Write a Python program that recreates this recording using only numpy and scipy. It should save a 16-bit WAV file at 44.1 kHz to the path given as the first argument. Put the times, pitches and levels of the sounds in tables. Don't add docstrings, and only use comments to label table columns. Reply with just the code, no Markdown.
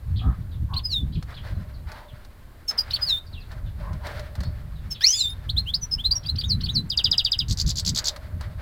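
import sys
import numpy as np
from scipy import signal
from scipy.fft import rfft, irfft
from scipy.io import wavfile
from scipy.ndimage import uniform_filter1d

SR = 44100
rng = np.random.default_rng(int(sys.argv[2]) if len(sys.argv) > 2 else 0)


def store_pcm(level_fs):
    pcm = np.round(np.clip(level_fs, -1, 1) * 32767).astype(np.int16)
    wavfile.write(sys.argv[1], SR, np.atleast_2d(pcm).T)


N = 379701
TIME = np.arange(N) / SR


def whistle(start, hz, gain, second_db=-35):
    phase = turn(hz)
    t = start + np.arange(len(hz)) / SR
    overtone = undb(second_db) * np.sin(2 * phase) * (hz < SR / 5)
    return fade(gain * (np.sin(phase) + overtone + rasp(phase, t)))


# centre in seconds, half width in seconds, pitch cycles per long cycle, relative depth.
LONG_CYCLES = [(0.926, 0.015, 3.1, 0.49), (3.098, 0.01, 3.02, 0.56), (2.695, .03, 4.8, 0.36),
               (2.8, 0.025, 8.3, 0.15), (4.915, 0.022, 5, 0.35), (5.215, 0.039, 3.36, 0.39),
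               (5.305, 0.005, 2.6, 0.69)]


def rasp(phase, t):
    total = 0
    for centre, width, cycles, depth in LONG_CYCLES:
        if t[0] < centre < t[-1]:
            slow = phase / cycles
            sides = np.sin(phase + slow) + 0.26 * np.sin(phase - slow) + 0.24 * np.sin(phase + 2 * slow)
            locking = np.exp(-((t - centre) / width) ** 2)
            total = total + 0.56 * depth * locking * sides
    return total


def scratch(size, rough, flap_hz=680, jitter=0.17, grit=0.94):
    flap = np.cos(turn(np.full(size, float(flap_hz)), jitter))
    uneven = 1 + rough * (1.28 * flap + grit * walk(2200, size))
    return uneven / np.sqrt(1 + rough ** 2)


def turn(hz, waver=0.0078):
    return 2 * np.pi * np.cumsum(hz * (1 + waver * walk(500, len(hz)))) / SR


def fade(x, edge_s=0.00062):
    i = np.arange(len(x))
    return x * np.minimum(np.minimum(i, i[::-1]) / (edge_s * SR), 1)


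# time in fall times, level in dB relative to the slide.
SLIDE_SWELL = [(1.15, -0.5), (1.75, -0.5), (2.5, -10), (3.3, -26.5)]
# start in seconds, hold in seconds, fall time in seconds, bend of the fall (1-2),
# held pitch in Hz, final pitch in Hz, held note in dB, dip before the slide in dB, slide in dB.
SLURS = [(.835, .048, 0.045, 1.3, 5037, 3476, -21, -39.5, -21),
         (3.011, .044, .041, 1.45, 4990, 3522, -16.5, -33, -17.5),
         (6.445, 0.03, 0.026, 1.67, 6650, 4030, -54, -57, -17.5),
         (6.706, .023, 0.026, 1.85, 6560, 4010, -52, -60.5, -17.5)]


def slurs(edge_db=-26, held_peak=.44):
    out = np.zeros(N)
    for start, hold, fall, bend, high_hz, low_hz, held_db, dip_db, slide_db in SLURS:
        t = span(hold + fall * SLIDE_SWELL[-1][0])
        fallen = np.exp(-(np.maximum(t - hold, 0) / fall) ** bend)
        hz = low_hz + (high_hz - low_hz) * fallen
        held = [(0, held_db + edge_db), (held_peak * hold, held_db), (hold, dip_db)]
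        slide = [(hold + fall * u, slide_db + swell_db) for u, swell_db in SLIDE_SWELL]
        db, = curve(held + slide, t)
        add(out, start, whistle(start, hz, undb(db)))
    return out


# time in seconds, pitch in Hz, fundamental in dB, second harmonic in dB.
LOWER_VOICE = [(5.008, 1581, -39, -30.5), (5.033, 1875, -31.5, -31.5), (5.045, 2120, -25.5, -5),
               (5.06, 2430, -28, -22.5), (5.068, 2633, -41, -10), (5.092, 2994, -33, -17),
               (5.12, 3120, -37, -24.5), (5.148, 3450, -30, -30.5), (5.2, 3644, -33, -27.5),
               (5.26, 3710, -46, -35.5), (5.3, 3634, -33.5, -63), (5.335, 3670, -39.5, -74)]
# time in seconds, roughness (0-1).
LOWER_ROUGHNESS = [(5.008, .3), (5.028, .2), (5.036, .03), (5.06, .04), (5.078, .15), (5.13, .25),
                   (5.2, .19), (5.26, .07), (5.335, .03)]


def lower_voice(third_db=-14, fourth_db=-32, throat_db=18):
    out, start = np.zeros(N), LOWER_VOICE[0][0]
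    t = start + span(LOWER_VOICE[-1][0] - start)
    hz, first_db, second_db = curve(LOWER_VOICE, t)
    rough, = curve(LOWER_ROUGHNESS, t)
    phase = turn(hz, waver=0.0046)
    third = undb(third_db + np.interp(hz, [1700, 2400], [throat_db, 0]))
    odd = undb(first_db) * (np.sin(phase) + third * np.sin(3 * phase) + rasp(phase, t))
    even = undb(second_db) * (np.sin(2 * phase) + undb(fourth_db) * np.sin(4 * phase))
    hoarse = scratch(len(t), rough, flap_hz=918, jitter=0.33, grit=0.6)
    add(out, start, fade((odd + even) * hoarse))
    return out


# time in seconds, pitch in Hz, level in dB.
UPPER_VOICE = [(5.069, 5210, -14), (5.078, 5380, -29), (5.107, 6030, -18.5), (5.124, 5080, -26),
               (5.139, 5015, -18), (5.164, 5030, -31), (5.193, 4300, -27), (5.213, 4005, -15.5),
               (5.232, 3676, -26), (5.26, 3557, -21), (5.285, 3625, -32)]


def upper_voice():
    out, start = np.zeros(N), UPPER_VOICE[0][0]
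    hz, db = curve(UPPER_VOICE, start + span(UPPER_VOICE[-1][0] - start))
    add(out, start, whistle(start, hz, undb(db)))
    return out


# start in seconds, length in seconds, pitch at the start in Hz,
# at the middle in Hz, at the end in Hz, level in dB, place of the loudness peak (0-1).
CLEAR_CHIRPS = [(2.677, 0.047, 5530, 5217, 5450, -20, 0.26), (2.775, 0.044, 5500, 4860, 5420, -14.5, 0.37),
                (3.1553, 0.053, 3510, 3713, 3780, -29.5, 0.35), (4.901, 0.035, 5460, 5330, 4970, -24, .62),
                (5.4889, 0.019, 2630, 3830, 4780, -19.5, 0.57), (5.5598, .047, 2890, 4040, 4100, -16, 0.6),
                (5.6534, 0.07, 2500, 3213, 3620, -27, .54), (5.735, 0.031, 3280, 4910, 5020, -15, .26),
                (5.808, 0.048, 6130, 5974, 5930, -25.5, 0.63),
                (5.9082, 0.052, 5470, 5086, 5500, -16.5, 0.44),
                (5.9745, 0.055, 2620, 3285, 3560, -29.5, 0.47), (6.035, 0.042, 3100, 3993, 4030, -15, 0.7),
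                (6.106, 0.034, 3640, 4850, 4470, -13.5, 0.31),
                (6.1454, .036, 5700, 5614, 5580, -19.5, 0.67), (6.28, .027, 3600, 4030, 4280, -18, 0.72),
                (6.4334, 0.032, 2760, 3766, 3500, -24.5, 0.3),
                (6.6823, 0.036, 2700, 3810, 3970, -22.5, 0.37)]


def clear_chirps(rough=0.041):
    return chirps([(*row, rough) for row in CLEAR_CHIRPS])


def chirps(rows):
    out = np.zeros(N)
    for start, length, first_hz, middle_hz, last_hz, db, peak, rough in rows:
        u = span(length) / length
        arc = np.polyfit([0, .5, 1], [first_hz, middle_hz, last_hz], 2)
        hz = np.polyval(arc, u)
        progress = np.interp(u, [0, np.clip(peak, .05, .95), 1], [0, .5, 1])
        swell = np.sin(np.pi * progress) ** 2
        add(out, start, whistle(start, hz, undb(db) * swell * scratch(len(u), rough)))
    return out


# start from the tone's start in seconds, length in seconds, pitch before the twitter's factor
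# at the start in Hz, at the middle in Hz, at the end in Hz, place of the loudness peak (0-1), roughness.
TWITTER_STROKES = [(-.028, .017, 2840, 4150, 5600, 0.49, 1.2), (-.022, 0.0368, 2924, 3020, 3690, 0.64, 0.5),
                   (0, 0.0273, 4090, 4450, 4700, .35, 0.03), (.019, .026, 4700, 3960, 1970, 0.49, 0.6)]
# start of the clear tone in seconds, pitch factor, then upstroke, murmur, tone and downstroke in dB.
TWITTERS = [(.761, .96, -33.5, -42.5, -20, -34.5), (2.931, 1, -27, -37, -17, -27.5),
            (6.257, 1.08, -44, -40, -27.5, -48), (6.381, 1.05, -36.5, -43.5, -21, -30),
            (6.632, 1.005, -32.5, -44.5, -24, -30.5)]


def twitters():
    rows = []
    for start, pitch, *levels in TWITTERS:
        for stroke, db in zip(TWITTER_STROKES, levels):
            delay, length, first, middle, last, peak, rough = stroke
            rows.append((start + delay, length, first * pitch, middle * pitch, last * pitch, db, peak, rough))
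    return chirps(rows)


# time from its start in seconds, pitch in Hz, relative level in dB.
FALLING_SYLLABLE = [(0.0, 8360, -39), (0.0044, 6660, -37), (0.0061, 5260, -16), (0.0093, 4960, -8),
                    (0.0139, 4550, -34), (0.0171, 4044, -14.5), (0.025, 3430, -22), (0.034, 3090, -26.5),
                    (0.043, 2677, -38.5)]
# start in seconds, stretch in time, pitch factor, relative level in dB.
TRILL = [(6.8929, 1.42, 0.96, -7), (6.968, 1.16, 0.95, -0.7), (7.0375, 1.05, 0.97, 1.5),
         (7.1085, 1.07, 0.98, 0.4), (7.1748, 1.03, 0.98, 1.5), (7.2423, 1.08, 0.95, -1.2),
         (7.3127, 1.04, 0.97, -1), (7.3836, 1.06, 0.97, -2.5)]


def trill():
    out = np.zeros(N)
    for start, stretch, pitch, db in TRILL:
        t = span(FALLING_SYLLABLE[-1][0] * stretch) / stretch
        hz, shape_db = curve(FALLING_SYLLABLE, t)
        add(out, start, whistle(start, hz * pitch, undb(db + shape_db)))
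    return out


# share of the cycle, pitch in Hz, relative level in dB.
WHIP = [(0, 2634, -32), (.12, 4370, 0.5), (.2, 5507, -7), (.32, 7210, -6), (.42, 7490, -10.5),
        (.52, 5210, -6.5), (.62, 3900, -10), (.75, 2897, -29.5), (1, 4496, -5)]
# start in seconds, relative level in dB, length in seconds.
BUZZ = [(7.482, -19.5, 0.05), (7.5718, -16.5, 0.049), (7.662, -16, 0.055), (7.755, -16, 0.054),
        (7.8482, -13, 0.055), (7.946, -13.5, 0.052), (8.041, -13.5, 0.056)]
# frequency in Hz, relative level in dB.
BUZZ_AIR = [(1500, -29.5), (2600, -20), (3500, -22), (4700, 5.5), (5700, -13), (6300, -25), (7200, -14),
            (8600, -21), (10000, -22.5), (12500, -17.5), (16000, -34)]


def buzz(whip_s=.0135, rough=0.061, first_db=-10, flutter_db=2, air_db=-9, high_hz=8000):
    out = np.zeros(N)
    for start, db, length in BUZZ:
        t = span(length)
        hz, shape_db = curve(WHIP, t / whip_s % 1)
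        push_db = np.interp(t / length, [0, .55, 1], [first_db, 0, -1]) + flutter_db * walk(900, len(t))
        gain = undb(db + shape_db + push_db)
        tone = whistle(start, hz * (1 + rough * walk(1500, len(t))), gain)
        air = undb(air_db) * fade(gain * noise(BUZZ_AIR, len(t)))
        add(out, start, dull(tone, high_hz, order=4) + air)
    return out


# delay in seconds, level in dB relative to the direct sound.
ECHOES = [(.002, -24), (.0044, -10), (.0069, -14), (.009, -35), (.0095, -17), (0.0114, -16)]


def yard(x, scatter_db=-12, scatter_t60=0.089, far_db=-24, far_t60=0.41):
    echoes = sum(undb(db) * np.roll(x, int(delay * SR)) for delay, db in ECHOES)
    scatter = tail(x, t60=scatter_t60, db=scatter_db)
    far = tail(dull(x, 4000, order=6), t60=far_t60, db=far_db)
    return x + echoes + scatter + far


def tail(x, t60, db, gap_s=0.002):
    t = span(.6)
    response = rng.standard_normal(len(t)) * undb(-60 * t / t60) * (t > gap_s)
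    return undb(db) * signal.fftconvolve(x, response / np.linalg.norm(response))[:N]


# frequency in Hz, relative level in dB.
HISS_COLOUR = [(1000, -16.5), (3000, 6), (5000, -2.5), (6500, -4.5), (9000, 0.5), (13000, 2), (16000, 1)]
# time in seconds, relative level in dB.
HISS_LEVEL = [(1, -0.5), (2.65, 7.5), (3.2, 2.5), (4.9, 8), (5.2, 2), (5.9, 0.5), (6.7, -1.5), (8.1, 0)]


def hiss(song, db=-34, law=0.37, quiet_db=-40):
    loudness = np.sqrt(np.abs(uniform_filter1d(song ** 2, size=500)))
    sounding = loudness ** 2 / (loudness ** 2 + undb(quiet_db) ** 2)
    loudest = loudness.max()
    compressed = loudest * (loudness / loudest) ** law
    phrase_db, = curve(HISS_LEVEL, TIME)
    return undb(db + phrase_db) * compressed * sounding * noise(HISS_COLOUR)


# start in seconds, length in seconds, pitch at the start in Hz, at the end in Hz,
# relative level in dB, roughness (0-1).
FAR_CHIRPS = [(.152, .04, 3310, 5000, -41, 0.9), (0.175, 0.045, 4210, 2610, -35.5, 0.5),
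              (0.5, 0.082, 4340, 3100, -52.5, .6), (1.114, 0.061, 3800, 4890, -44.5, 0.7),
              (1.146, 0.032, 4030, 2640, -40.5, 0.7), (1.336, .027, 3520, 4990, -42, 0.8),
              (1.359, 0.046, 4010, 2650, -38, .35), (1.435, 0.035, 4700, 3500, -54, 0.7),
              (1.545, 0.04, 4360, 4140, -53, 0.1), (1.729, 0.06, 5020, 3800, -51.5, 0.4),
              (2.073, 0.062, 4060, 2540, -50, 0.4), (3.26, 0.037, 5220, 4170, -48, 0.3),
              (3.322, .05, 4700, 2630, -40, 0.2), (3.351, 0.073, 3030, 2510, -43, .1),
              (3.395, 0.058, 5300, 2960, -47.5, 0.2), (3.645, 0.068, 3990, 3300, -52.5, 0.5),
              (4.413, 0.079, 4366, 4720, -41.5, 0.4), (4.738, 0.095, 4340, 3200, -54, .4),
              (4.939, 0.046, 4230, 2970, -37.5, 0.65)]


def other_birds(direct_db=-3, sag=0.96, peak=.33):
    rows = []
    for start, length, first, last, db, rough in FAR_CHIRPS:
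        middle = sag * (first + last) / 2
        rows.append((start, length, first, middle, last, db, peak, rough))
    far = chirps(rows)
    return undb(direct_db) * far + tail(far, t60=0.22, db=-5.0)


# time in seconds, relative level in dB.
TICKS = [(1.226, -32), (1.306, -41), (1.918, -31), (2.249, -39), (2.71, -28.5), (3.517, -37), (3.931, -36),
         (4.068, -26), (4.117, -37), (4.195, -29.5), (4.353, -30), (4.405, -28.5), (4.434, -29),
         (6.992, -30), (7.14, -31), (8.162, -27.5), (8.41, -28.5)]
# frequency in Hz, relative level in dB.
TICK_COLOUR = [(300, -3.5), (900, 4.5), (1800, 4.5), (2700, -9), (4300, 2), (7000, -11), (15000, -20)]


def ticks(t60=0.051, gain_db=-7):
    out, t = np.zeros(N), span(0.087)
    for start, db in TICKS:
        add(out, start, noise(TICK_COLOUR, len(t)) * undb(db + gain_db - 60 * t / t60))
    return out


# start in seconds, length in seconds, centre in Hz, relative level in dB.
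PUFFS = [(0.203, 0.21, 1250, -42.5), (0.198, 0.17, 780, -47), (0.682, 0.17, 1090, -40),
         (1.851, 0.32, 965, -49), (3.803, 0.2, 1070, -44), (4.003, 0.15, 1000, -43),
         (6.091, 0.13, 1055, -51)]
# ratio to the centre frequency, relative level in dB.
PUFF_SHAPE = [(.5, -18), (.8, -2.5), (1, 7.5), (1.15, -12.5), (1.4, -8.5), (2, -44)]


def puffs():
    out = np.zeros(N)
    for start, length, hz, db in PUFFS:
        u = span(length) / length
        body = noise([(hz * ratio, shape_db) for ratio, shape_db in PUFF_SHAPE], len(u))
        add(out, start, body * undb(db) * np.sin(np.pi * u ** 0.64) ** 2)
    return out


# frequency in Hz, relative level in dB.
WIND_LOW = [(15, 0), (30, 7), (60, 10.5), (85, 10.5), (115, 4.5), (160, -6), (250, -62)]
WIND_HIGH = [(70, -34.5), (125, 2), (170, -1.5), (240, -11), (330, -21.5), (480, -34.5), (900, -75)]
# time in seconds, relative level in dB.
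BREEZE = [(0, -40), (.12, -27.5), (.85, -31.5), (1.84, -35.5), (1.97, -46), (2.72, -48.5), (2.9, -36),
          (3.25, -42.5), (3.6, -32), (4.28, -35.5), (4.85, -30), (5.08, -49), (5.38, -31), (6.2, -37),
          (6.55, -21.5), (7.0, -39.5), (7.85, -28), (8.15, -41.5), (8.35, -29.5), (8.61, -35)]
# centre in seconds, length in seconds, rumble and upper part as relative levels in dB.
GUSTS = [(0.127, 0.19, -22, -37.5), (0.286, 0.14, -21.5, -24.5), (0.538, 0.059, -27, -46),
         (0.632, 0.098, -19, -32.5), (0.742, 0.092, -24, -35), (1.071, 0.22, -26, -28.5),
         (1.181, 0.076, -28, -27), (1.55, 0.19, -25, -35), (2.137, .05, -31.5, -49),
         (2.46, 0.092, -38, -56), (3.347, 0.12, -35, -41), (3.653, .12, -27, -48),
         (3.935, 0.13, -23.5, -33.5), (4.4, 0.15, -28, -38), (4.482, 0.095, -26, -29.5),
         (5.532, 0.27, -25, -38), (5.838, 0.042, -20.5, -42), (5.985, 0.15, -26, -34.5),
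         (6.104, 0.19, -25.5, -40.5), (6.363, 0.26, -37, -36), (6.6, 0.39, -35, -30),
         (6.797, 0.21, -30, -25.5), (7.086, 0.14, -29, -29.5), (7.43, 0.064, -25, -29.5),
         (7.517, 0.08, -20, -24.5), (7.663, 0.12, -20, -26), (7.909, 0.17, -46, -28)]


def wind(low_gain_db=-1, high_gain_db=-2, flutter_db=3.0, upper_db=-14.0, upper_law=1.4,
         usual_db=-35, sway_hz=42, sway_law=0.48):
    breeze_db, = curve(BREEZE, TIME)
    low = undb(breeze_db)
    high = undb(usual_db + upper_db + upper_law * (breeze_db - usual_db))
    for centre, length, rumble_db, top_db in GUSTS:
        gust = np.cos(np.pi * np.clip((TIME - centre) / length, -.5, .5)) ** 2
        low = np.hypot(low, undb(rumble_db) * gust)
        high = np.hypot(high, undb(top_db) * gust)
    eddies_db = flutter_db * walk(35)
    sway_level = undb(usual_db) * (low / undb(usual_db)) ** sway_law
    sway = dull(noise(WIND_LOW), sway_hz, order=3) * sway_level
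    above_sway = signal.butter(3, sway_hz, "high", fs=SR, output="sos")
    rumble = signal.sosfilt(above_sway, noise(WIND_LOW)) * low * undb(low_gain_db + 0.52 * eddies_db)
    upper = noise(WIND_HIGH) * high * undb(high_gain_db + eddies_db)
    return sway + rumble + upper


# frequency in Hz, relative level in dB.
SWELL_COLOUR = [(300, -7), (520, -4), (750, 0.5), (1050, 0), (1600, 2), (2100, -2.5), (2700, -11),
                (4500, -10.5), (6500, -26.5), (15000, -30)]
RING_COLOUR = [(400, -27), (560, -8.5), (603, 1.5), (650, -10), (900, -45)]
AIR_COLOUR = [(120, -18), (200, 2), (456, -6), (579, -7), (933, -13), (1100, -7.5), (1210, -18.5),
              (1590, -18.5), (2170, -21), (4430, -21), (5730, -28), (15100, -23), (16000, -33.5)]
# start in seconds, rush and hollow ring as relative levels in dB.
SWELLS = [(.21, -56, -58), (1.269, -47, -59), (1.42, -47.5, -48), (1.86, -47, -49), (2.681, -42.5, -57.5),
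          (2.849, -45, -66), (2.96, -45.5, -55), (3.48, -52, -53.5), (3.778, -46.5, -46),
          (4.029, -39.5, -39), (4.15, -55, -53), (4.37, -51, -51.5), (5.32, -58, -58.5), (6.11, -58, -56.5),
          (6.95, -51, -75), (7.1, -53, -72), (7.68, -64, -57), (7.95, -45, -50), (8.049, -46, -44.5),
          (8.39, -48.5, -54), (8.57, -45, -64)]
# time in seconds, relative level in dB.
MURMUR = [(0, -61.5), (1, -65), (1.6, -61.5), (2.5, -61.5), (4.5, -59.5), (6.5, -59), (8.61, -58.5)]


def distance(swell_gain_db=1, ring_gain_db=-1, air_db=-56.5, flicker_db=3.0, rush_fall=77, ring_fall=43.5):
    murmur_db, = curve(MURMUR, TIME)
    rush_power = sum((undb(db) * surge(start, rush_fall)) ** 2 for start, db, _ in SWELLS)
    ring_power = sum((undb(db) * surge(start, ring_fall)) ** 2 for start, _, db in SWELLS)
    swell = np.sqrt(undb(murmur_db) ** 2 + rush_power)
    rush = noise(SWELL_COLOUR)
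    low, below = dull(rush, 700, order=1), dull(rush, 1200, order=1)
    patchy = sum(part * undb(flicker_db * walk(35)) for part in (low, below - low, rush - below))
    ring = noise(RING_COLOUR) * np.sqrt(ring_power) * undb(ring_gain_db)
    return patchy * swell * undb(swell_gain_db) + ring + noise(AIR_COLOUR) * undb(air_db)


def surge(start, fall_db_per_s, attack_s=0.032):
    t = TIME - start
    return np.clip(t / attack_s, 0, 1) * undb(-fall_db_per_s * np.maximum(t - attack_s, 0))


def noise(colour, size=N):
    hz, db = np.transpose(colour)
    f = np.maximum(np.fft.rfftfreq(size, 1 / SR), 1)
    shape = undb(np.interp(np.log(f), np.log(hz), db))
    x = irfft(rfft(rng.standard_normal(size)) * shape, size)
    return x / x.std()


def walk(rate, size=N):
    k = max(int(SR / rate), 1)
    held = np.repeat(rng.standard_normal(size // k + 1), k)
    return np.sqrt(2) * uniform_filter1d(uniform_filter1d(held, k), k)[:size]


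def dull(x, hz, order=2):
    return signal.sosfilt(signal.butter(order, min(hz, .45 * SR), fs=SR, output="sos"), x)


def undb(db):
    return 10 ** (np.asarray(db) / 20)


def curve(rows, t):
    s, *columns = np.transpose(rows)
    return [np.interp(t, s, c) for c in columns]


def span(length):
    return np.arange(int(length * SR)) / SR


def add(out, start, x):
    i = int(start * SR)
    out[i:i + len(x)] += x[:N - i]


def scene():
    voices = slurs() + lower_voice() + upper_voice() + clear_chirps() + twitters() + trill() + buzz()
    song = yard(voices)
    return (song + hiss(song) + other_birds() + ticks() + puffs() + wind() + distance())[None]


def record(dry, top_hz=16200):
    return signal.sosfilt(signal.ellip(10, .2, 70, top_hz, fs=SR, output="sos"), dry)


dry = scene()
out = record(dry)
store_pcm(out)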